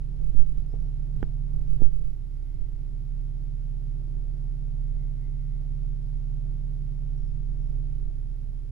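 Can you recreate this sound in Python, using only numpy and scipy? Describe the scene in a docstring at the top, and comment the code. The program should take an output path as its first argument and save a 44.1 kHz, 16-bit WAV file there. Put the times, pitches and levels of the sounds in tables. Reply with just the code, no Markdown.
"""A four-cylinder petrol engine idles near 1050 rpm throughout, heard from the driver's seat of a closed car:
shaft orders drone and boom over noise rumble, two motor hums and a faint hiss of air, all shaped noise and tones.
Up to 2.6 s a hand shifts its grip on the camera at the right port: noise thumps, rubs, ringing case clicks.
Thin gliding chirps come at 0.7, 3.8 and 7.2 s, a soft noise-band whistle at 2.5 s and three times from 5 s.
One more click falls at 5.1 s; faint grip shifts return at 7.3 and 8.1 s."""
import sys
import numpy as np
from scipy import signal
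from scipy.fft import rfft, irfft, next_fast_len
from scipy.io import wavfile
from scipy.ndimage import uniform_filter1d

SR = 44100
rng = np.random.default_rng(int(sys.argv[2]) if len(sys.argv) > 2 else 0)


def pcm_store(signal):
    """Save signal as 16-bit PCM."""
    levels = np.round(np.clip(np.atleast_2d(signal), -1, 1) * 32767)
    wavfile.write(sys.argv[1], SR, levels.astype(np.int16).T)


N = 384091
TIME = np.arange(N) / SR


def undb(db):
    """Decibels to amplitude gain."""
    return 10 ** (np.asarray(db) / 20)


def at(points, hz):
    """Interpolate (Hz, dB) points on a log-frequency axis, flat beyond the ends."""
    points_hz, points_db = np.transpose(points)
    return np.interp(np.log(np.maximum(hz, 1)), np.log(points_hz), points_db)


def colour(x, points):
    """Filter with the gain curve of (Hz, dB) points."""
    size = next_fast_len(N)
    hz = np.arange(size // 2 + 1) * SR / size
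    return irfft(rfft(x, size) * undb(at(points, hz)), size)[:N]


def noise(points):
    """Gaussian noise with the density of (Hz, dB per Hz) points."""
    return colour(rng.standard_normal(N), points) * np.sqrt(SR / 2)


def unit(x):
    """Scale to standard deviation 1."""
    return x / np.std(x)


def walk(rate_hz):
    """Random levels, each held 1 / rate_hz and smoothed twice; spread 1."""
    hold = max(int(SR / rate_hz), 1)
    held = np.repeat(rng.standard_normal(N // hold + 1), hold)
    smooth = uniform_filter1d(uniform_filter1d(held, hold), hold)
    return unit(smooth[:N])


def swell(centre_s, width_s):
    """Gaussian bump in time, peak 1; width_s is its standard deviation."""
    return np.exp(-.5 * ((TIME - centre_s) / width_s) ** 2)


def resonance(hz, centre_hz, width_hz):
    """Resonance gain: 1 at the centre, half at width_hz / 2 to either side."""
    return 1 / (1 + (2 * (hz - centre_hz) / width_hz) ** 2)


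def engine_line(turns, order, unsteady, shake_hz=9):
    """One order of a turning shaft, rms near 1; uneven running shakes its size and phase."""
    knots_s = np.arange(0, TIME[-1] + 1, .5 / shake_hz)
    size, phase_rad = (np.interp(TIME, knots_s, unsteady * rng.standard_normal(len(knots_s)))
                       for _ in range(2))
    tone = (1 + size) * np.cos(2 * np.pi * (order * turns + rng.random()) + phase_rad)
    return tone * np.sqrt(2 / (1 + unsteady ** 2))


def air(speed_hz, vent_db=0.0, rise_db_per_hz=1.6):
    """Vent air, stronger at higher engine speed, plus microphone hiss; independent noise at each port."""
    # Vent air. Each row: frequency in Hz, left and right density in dB per Hz at mean engine speed.
    vent_points = [(106, -74.5, -88), (402, -99, -99), (930, -106.5, -103), (1410, -108, -104.3),
                   (2480, -111, -106.5), (4260, -116, -110.3), (5450, -120, -109.5), (6700, -127, -119),
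                   (12200, -140, -132)]
    # Microphone hiss with two port resonances. Each row: frequency in Hz, left and right density in dB per Hz.
    mic_points = [(6600, -120.5, -119), (7640, -119, -119), (8500, -115.3, -118.5), (9200, -120, -119.4),
                  (11400, -121, -119.8), (12500, -115.8, -117.7), (13600, -121, -120)]

    def two_ports(table):
        """Independent noise from the left and right columns."""
        return np.array([noise(np.array(table)[:, [0, column]]) for column in (1, 2)])

    level_db = vent_db + rise_db_per_hz * (speed_hz - speed_hz.mean())
    return undb(level_db) * two_ports(vent_points) + two_ports(mic_points)


def whistle(centre_hz=2075, width_hz=160, left_db=-5, flutter_db=0.3):
    """A narrow band of air noise swells, flutters and fades; independent at each port."""
    # Each row: centre in seconds, right-port level in dB before flutter, Gaussian width in seconds.
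    whistle_events = [(2.54, -79.5, .25), (5.0, -77, 0.078), (5.245, -74, .06), (5.498, -75, .13)]
    hz = np.geomspace(centre_hz / 10, centre_hz * 10, 800)
    band = np.column_stack([hz, 20 * np.log10(resonance(hz, centre_hz, width_hz))])
    level = sum(undb(db) * swell(s, width_s) for s, db, width_s in whistle_events)
    level = level * undb(flutter_db * walk(12))
    return level * np.array([undb(left_db) * unit(noise(band)), unit(noise(band))])


def chirps(arch_hz_per_s2=31000, left_db=-12, waver_hz=120, flutter_db=3.5):
    """Thin chirps, perhaps a bird outside: wavering tones that glide along a shallow arch."""
    # Each row: centre in seconds, right-port peak level in dB before flutter, middle pitch in Hz before waver,
    # glide at the middle in Hz per second, Gaussian width in seconds.
    chirp_events = [(.73, -75, 5420, 3200, .035), (.85, -77, 5560, 900, .045), (3.81, -85, 4980, 4, .05),
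                    (7.24, -76, 5470, -900, .07), (7.67, -76.5, 5380, -3200, .055)]
    out = np.zeros(N)
    for s, db, middle_hz, glide_hz_per_s, width_s in chirp_events:
        t = np.clip(TIME - s, -4 * width_s, 4 * width_s)
        hz = middle_hz + glide_hz_per_s * t - arch_hz_per_s2 * t ** 2 + waver_hz * walk(200)
        level = undb(db + flutter_db * walk(90)) * swell(s, width_s)
        out += level * np.sin(2 * np.pi * np.cumsum(hz) / SR)
    return np.array([undb(left_db) * out, out])


def rubbing(grain_db=0.5, grain_hz=260):
    """Skin sticks and slips on plastic: coloured noise with an uneven level; spread 1."""
    # Each row: frequency in Hz, relative density in dB.
    rub_points = [(150, -30.5), (320, 3.5), (430, 5.5), (560, -4.5), (700, -8.5), (1500, -28),
                  (5000, -40.5), (12000, -46)]
    return unit(noise(rub_points) * undb(grain_db * walk(grain_hz)))


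def grip(hold_db=-25.5, sway_db=-24, flex_db=-41, rub_db=-63, hiss_db=-72, sag_s=0.13, push_hiss_db=-64):
    """The hand pumps air at the port, flexes the case and rubs on it."""
    # Grip shifts. Each row: centre in seconds, strength in dB on the scale of hold_db, Gaussian width in seconds.
    shift_events = [(0.286, 0, 0.13), (0.573, 3.5, .04), (0.847, -3.5, 0.1), (1.23, 7, 0.047),
                    (1.72, 2, 0.093), (2.04, -2, 0.074), (2.573, -5, 0.12), (7.315, -7, 0.13),
                    (8.102, -12.5, 0.33)]
    # Fingers slide on the case. Each row: centre in seconds, level in dB, Gaussian width in seconds.
    rub_events = [(0.218, -58, 0.018), (0.752, -48, 0.014), (0.835, -64, 0.035), (1.228, -58, 0.0092),
                  (1.816, -45.5, 0.013)]
    # A finger squeezes air into the port. Each row: centre in seconds, push in dB before the sag,
    # Gaussian width in seconds.
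    press_events = [(0.398, -3.5, 0.036), (1.847, -3, 0.03)]

    # hold_db: steady tremor of the resting hand
    restless = undb(hold_db) + sum(undb(db) * swell(s, width_s) for s, db, width_s in shift_events)
    sway = unit(noise([(2, -3.5), (5, -2), (10, -9.5), (20, -20.5), (45, -23.5),
                       (150, -46.0), (500, -100), (2000, -140)]))
    flex = unit(noise([(40, -25), (85, -7.5), (103, 7.5), (125, -10.0), (250, -18.5),
                       (900, -61), (4000, -95.5)]))
    hiss = unit(noise([(500, 7.0), (3500, -4.0), (7000, -15), (15000, -19.0)]))
    rub = rubbing()
    mix = undb(sway_db) * sway + undb(flex_db) * flex + undb(rub_db) * rub + undb(hiss_db) * hiss
    out = restless * mix
    for s, db, width_s in rub_events:
        out += undb(db) * swell(s, width_s) * rub
    for s, db, width_s in press_events:
        push = swell(s, width_s)
        # a faint hiss rides on the push, and the pressure sags on both sides of it
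        sag = width_s / sag_s * swell(s, sag_s)
        out += undb(db) * (push - sag + undb(push_hiss_db) * push * hiss)
    return out


def clicks(snap_db=-33, snap_ms=0.79):
    """Short pushes ring the damped plastic case; a softer contact leaves only the low modes."""
    # Each row: centre in seconds, strength in dB, contact softness (Gaussian width) in ms,
    # extra weight of the lowest mode in dB, factor on the ring times.
    click_events = [(0.349, -22, 0.58, 1.5, 1.1), (0.7393, -17.5, 0.36, -29, 2),
                    (1.229, -17, 0.082, 2, 1.41), (1.81, -31, 0.26, -12, 2.2),
                    (1.8199, -13, 0.34, -2, 1.43), (5.078, -28, 1.2, -8, 1.8)]
    # Case modes, lowest first. Each row: frequency in Hz, relative level in dB,
    # 60 dB decay time in seconds before the ring factor.
    case_modes = [(278, 6.5, 0.0062), (440, -8.5, 0.0088), (802, -12.5, 0.015), (1525, -0.5, 0.0031),
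                  (2060, -28, 0.0031), (3100, -11.5, 0.0032), (5800, -1.5, 0.0062)]
    t = TIME[:SR // 10]
    out = np.zeros(N)
    snap = np.zeros(N)
    for s, db, soft_ms, lowest_db, ring in click_events:
        lowest, *upper = [undb(mode_db - 60 * t / (t60_s * ring)) * np.sin(2 * np.pi * hz * t)
                          for hz, mode_db, t60_s in case_modes]
        body = undb(lowest_db) * lowest + sum(upper)
        ms = (TIME - s) * 1000
        push = np.exp(-.5 * (ms / soft_ms) ** 2)
        out += undb(db) * signal.oaconvolve(push / push.sum(), body)[:N]
        # the bright snap weakens fast with softness
        snap += undb(db + snap_db) * np.exp(-10 * soft_ms - np.abs(ms) / snap_ms)
    return out + snap * rng.standard_normal(N)


def motors(drift=0.00207, unsteady=0.12):
    """Electric motors, likely cooling fan and fuel pump: harmonic hums whose speeds wander a little."""
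    # Each row: mean rotation in Hz, list of (harmonic number, level in dB).
    motor_lines = [(122.3, [(1, -47), (2, -82.5), (3, -71)]), (217.6, [(1, -75.5), (3, -87.5), (4, -86)])]
    out = np.zeros(N)
    for hz, harmonics in motor_lines:
        turns = np.cumsum(hz * (1 + drift * walk(1.5))) / SR
        for k, db in harmonics:
            out += undb(db) * engine_line(turns, round(k), unsteady * round(k))
    return out


def rumble(turns, shake, throb=0.19, flicker_db=1.0, shared_db=-1.7, diffuse_db=-5.5, shake_share=0.92):
    """Block noise swells twice a turn, as the firings do; its diffuse part differs between the ports."""
    # Combustion and mechanical noise behind the bulkhead.
    # Each row: frequency in Hz, density in dB per Hz before the shared and diffuse gains.
    block_points = [(25, -56), (45, -64.5), (85, -71), (150, -69.5), (200, -79), (270, -91), (350, -93.5),
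                    (440, -93), (550, -98), (690, -97), (770, -104), (900, -103), (1600, -122),
                    (4000, -150)]
    surge = (1 + throb * np.cos(4 * np.pi * turns)) * undb(flicker_db * walk(10))
    surge = surge * (shake / shake.mean()) ** shake_share
    diffuse_tilt = [(130, -4.0), (350, 10.5), (900, -10.5)]
    diffuse = np.array([colour(noise(block_points), diffuse_tilt) for _ in range(2)])
    return surge * (undb(shared_db) * noise(block_points) + undb(diffuse_db) * diffuse)


def drone(turns, speed_hz, shake, firing_unsteady=0.088, unsteady_per_order=.02, boom_unsteady=0.12,
          firing_db=-26, upper_db=-29, boom_db=-39):
    """Two firings a turn and other shaft orders; order 8 booms as it meets the cabin air resonance."""
    # Each row: multiple of crankshaft speed, level in dB re firing_db for order 2, re upper_db for the rest.
    order_levels = [(1, -33), (2, 0), (4, -16.5), (6, -27), (8.5, -31), (9, -35), (10, -31.5), (12, -47),
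                    (14, -40.5), (15, -48), (16, -43), (18, -40), (19, -50), (20, -47), (21, -46),
                    (22, -52), (23, -52), (24, -52), (40, -57)]
    boom_order = 8
    boom = undb(boom_db) * resonance(boom_order * speed_hz, centre_hz=141.38, width_hz=5.56)
    out = boom * engine_line(turns, boom_order, boom_unsteady)
    for order, db in order_levels:
        if order == 2:
            out += undb(firing_db + db) * shake * engine_line(turns, order, firing_unsteady)
        else:
            out += undb(upper_db + db) * engine_line(turns, order, unsteady_per_order * order)
    return out


def engine_and_motors(speed_hz, left_bass_cut_hz=41, jitter=0.001623, wander_db=.5):
    """The body shakes less when the idle sags below its resonance; the left port is shaded, thinner in bass."""
    # Left-port shading. Each row: frequency in Hz, gain in dB.
    left_shade = [(140, -3.5), (280, -3), (450, -2), (650, 4), (1000, -6.5)]
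    turns = np.cumsum(speed_hz * (1 + jitter * walk(12))) / SR
    # the body resonates near the firing rate
    shake = resonance(2 * speed_hz, centre_hz=35.34, width_hz=3) * undb(wander_db * walk(6))
    left, right = drone(turns, speed_hz, shake) + motors() + rumble(turns, shake)
    bass_cut = signal.butter(1, left_bass_cut_hz, "highpass", fs=SR, output="sos")
    left = signal.sosfilt(bass_cut, left)
    return np.array([colour(left, left_shade), right])


def scene():
    """The hand lies by the right port; a weak, mostly treble share crosses to the left."""
    # The idle hunts a little and sags twice. Each row: time in seconds, crankshaft speed in Hz before jitter.
    idle_speed = [(0.0, 17.88), (0.8, 17.85), (1.05, 17.68), (1.75, 17.67), (2.15, 17.11), (2.45, 17.14),
                  (3.0, 17.39), (3.6, 17.48), (5.2, 17.53), (5.9, 17.78), (7.2, 17.61), (7.65, 17.73),
                  (8.3, 17.29), (8.7, 17.15)]
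    speed_hz = np.interp(TIME, *np.transpose(idle_speed))
    hand = grip() + clicks()
    across = colour(hand, [(20, -37), (300, -36), (800, -40.5), (3000, -12.0)])
    background = air(speed_hz) + whistle() + chirps()
    return background + np.array([across, hand]) + engine_and_motors(speed_hz)


def record(dry, top_hz=15720, fade_s=.005):
    """The camera cuts the treble above top_hz; a short linear fade ends the sound."""
    stop = np.minimum((TIME[-1] - TIME) / fade_s, 1)
    # order 10, 0.1 dB ripple, 70 dB stopband
    low_pass = signal.ellip(10, .1, 70, top_hz, fs=SR, output="sos")
    return signal.sosfilt(low_pass, dry * stop)


dry = scene()
out = record(dry)
pcm_store(out)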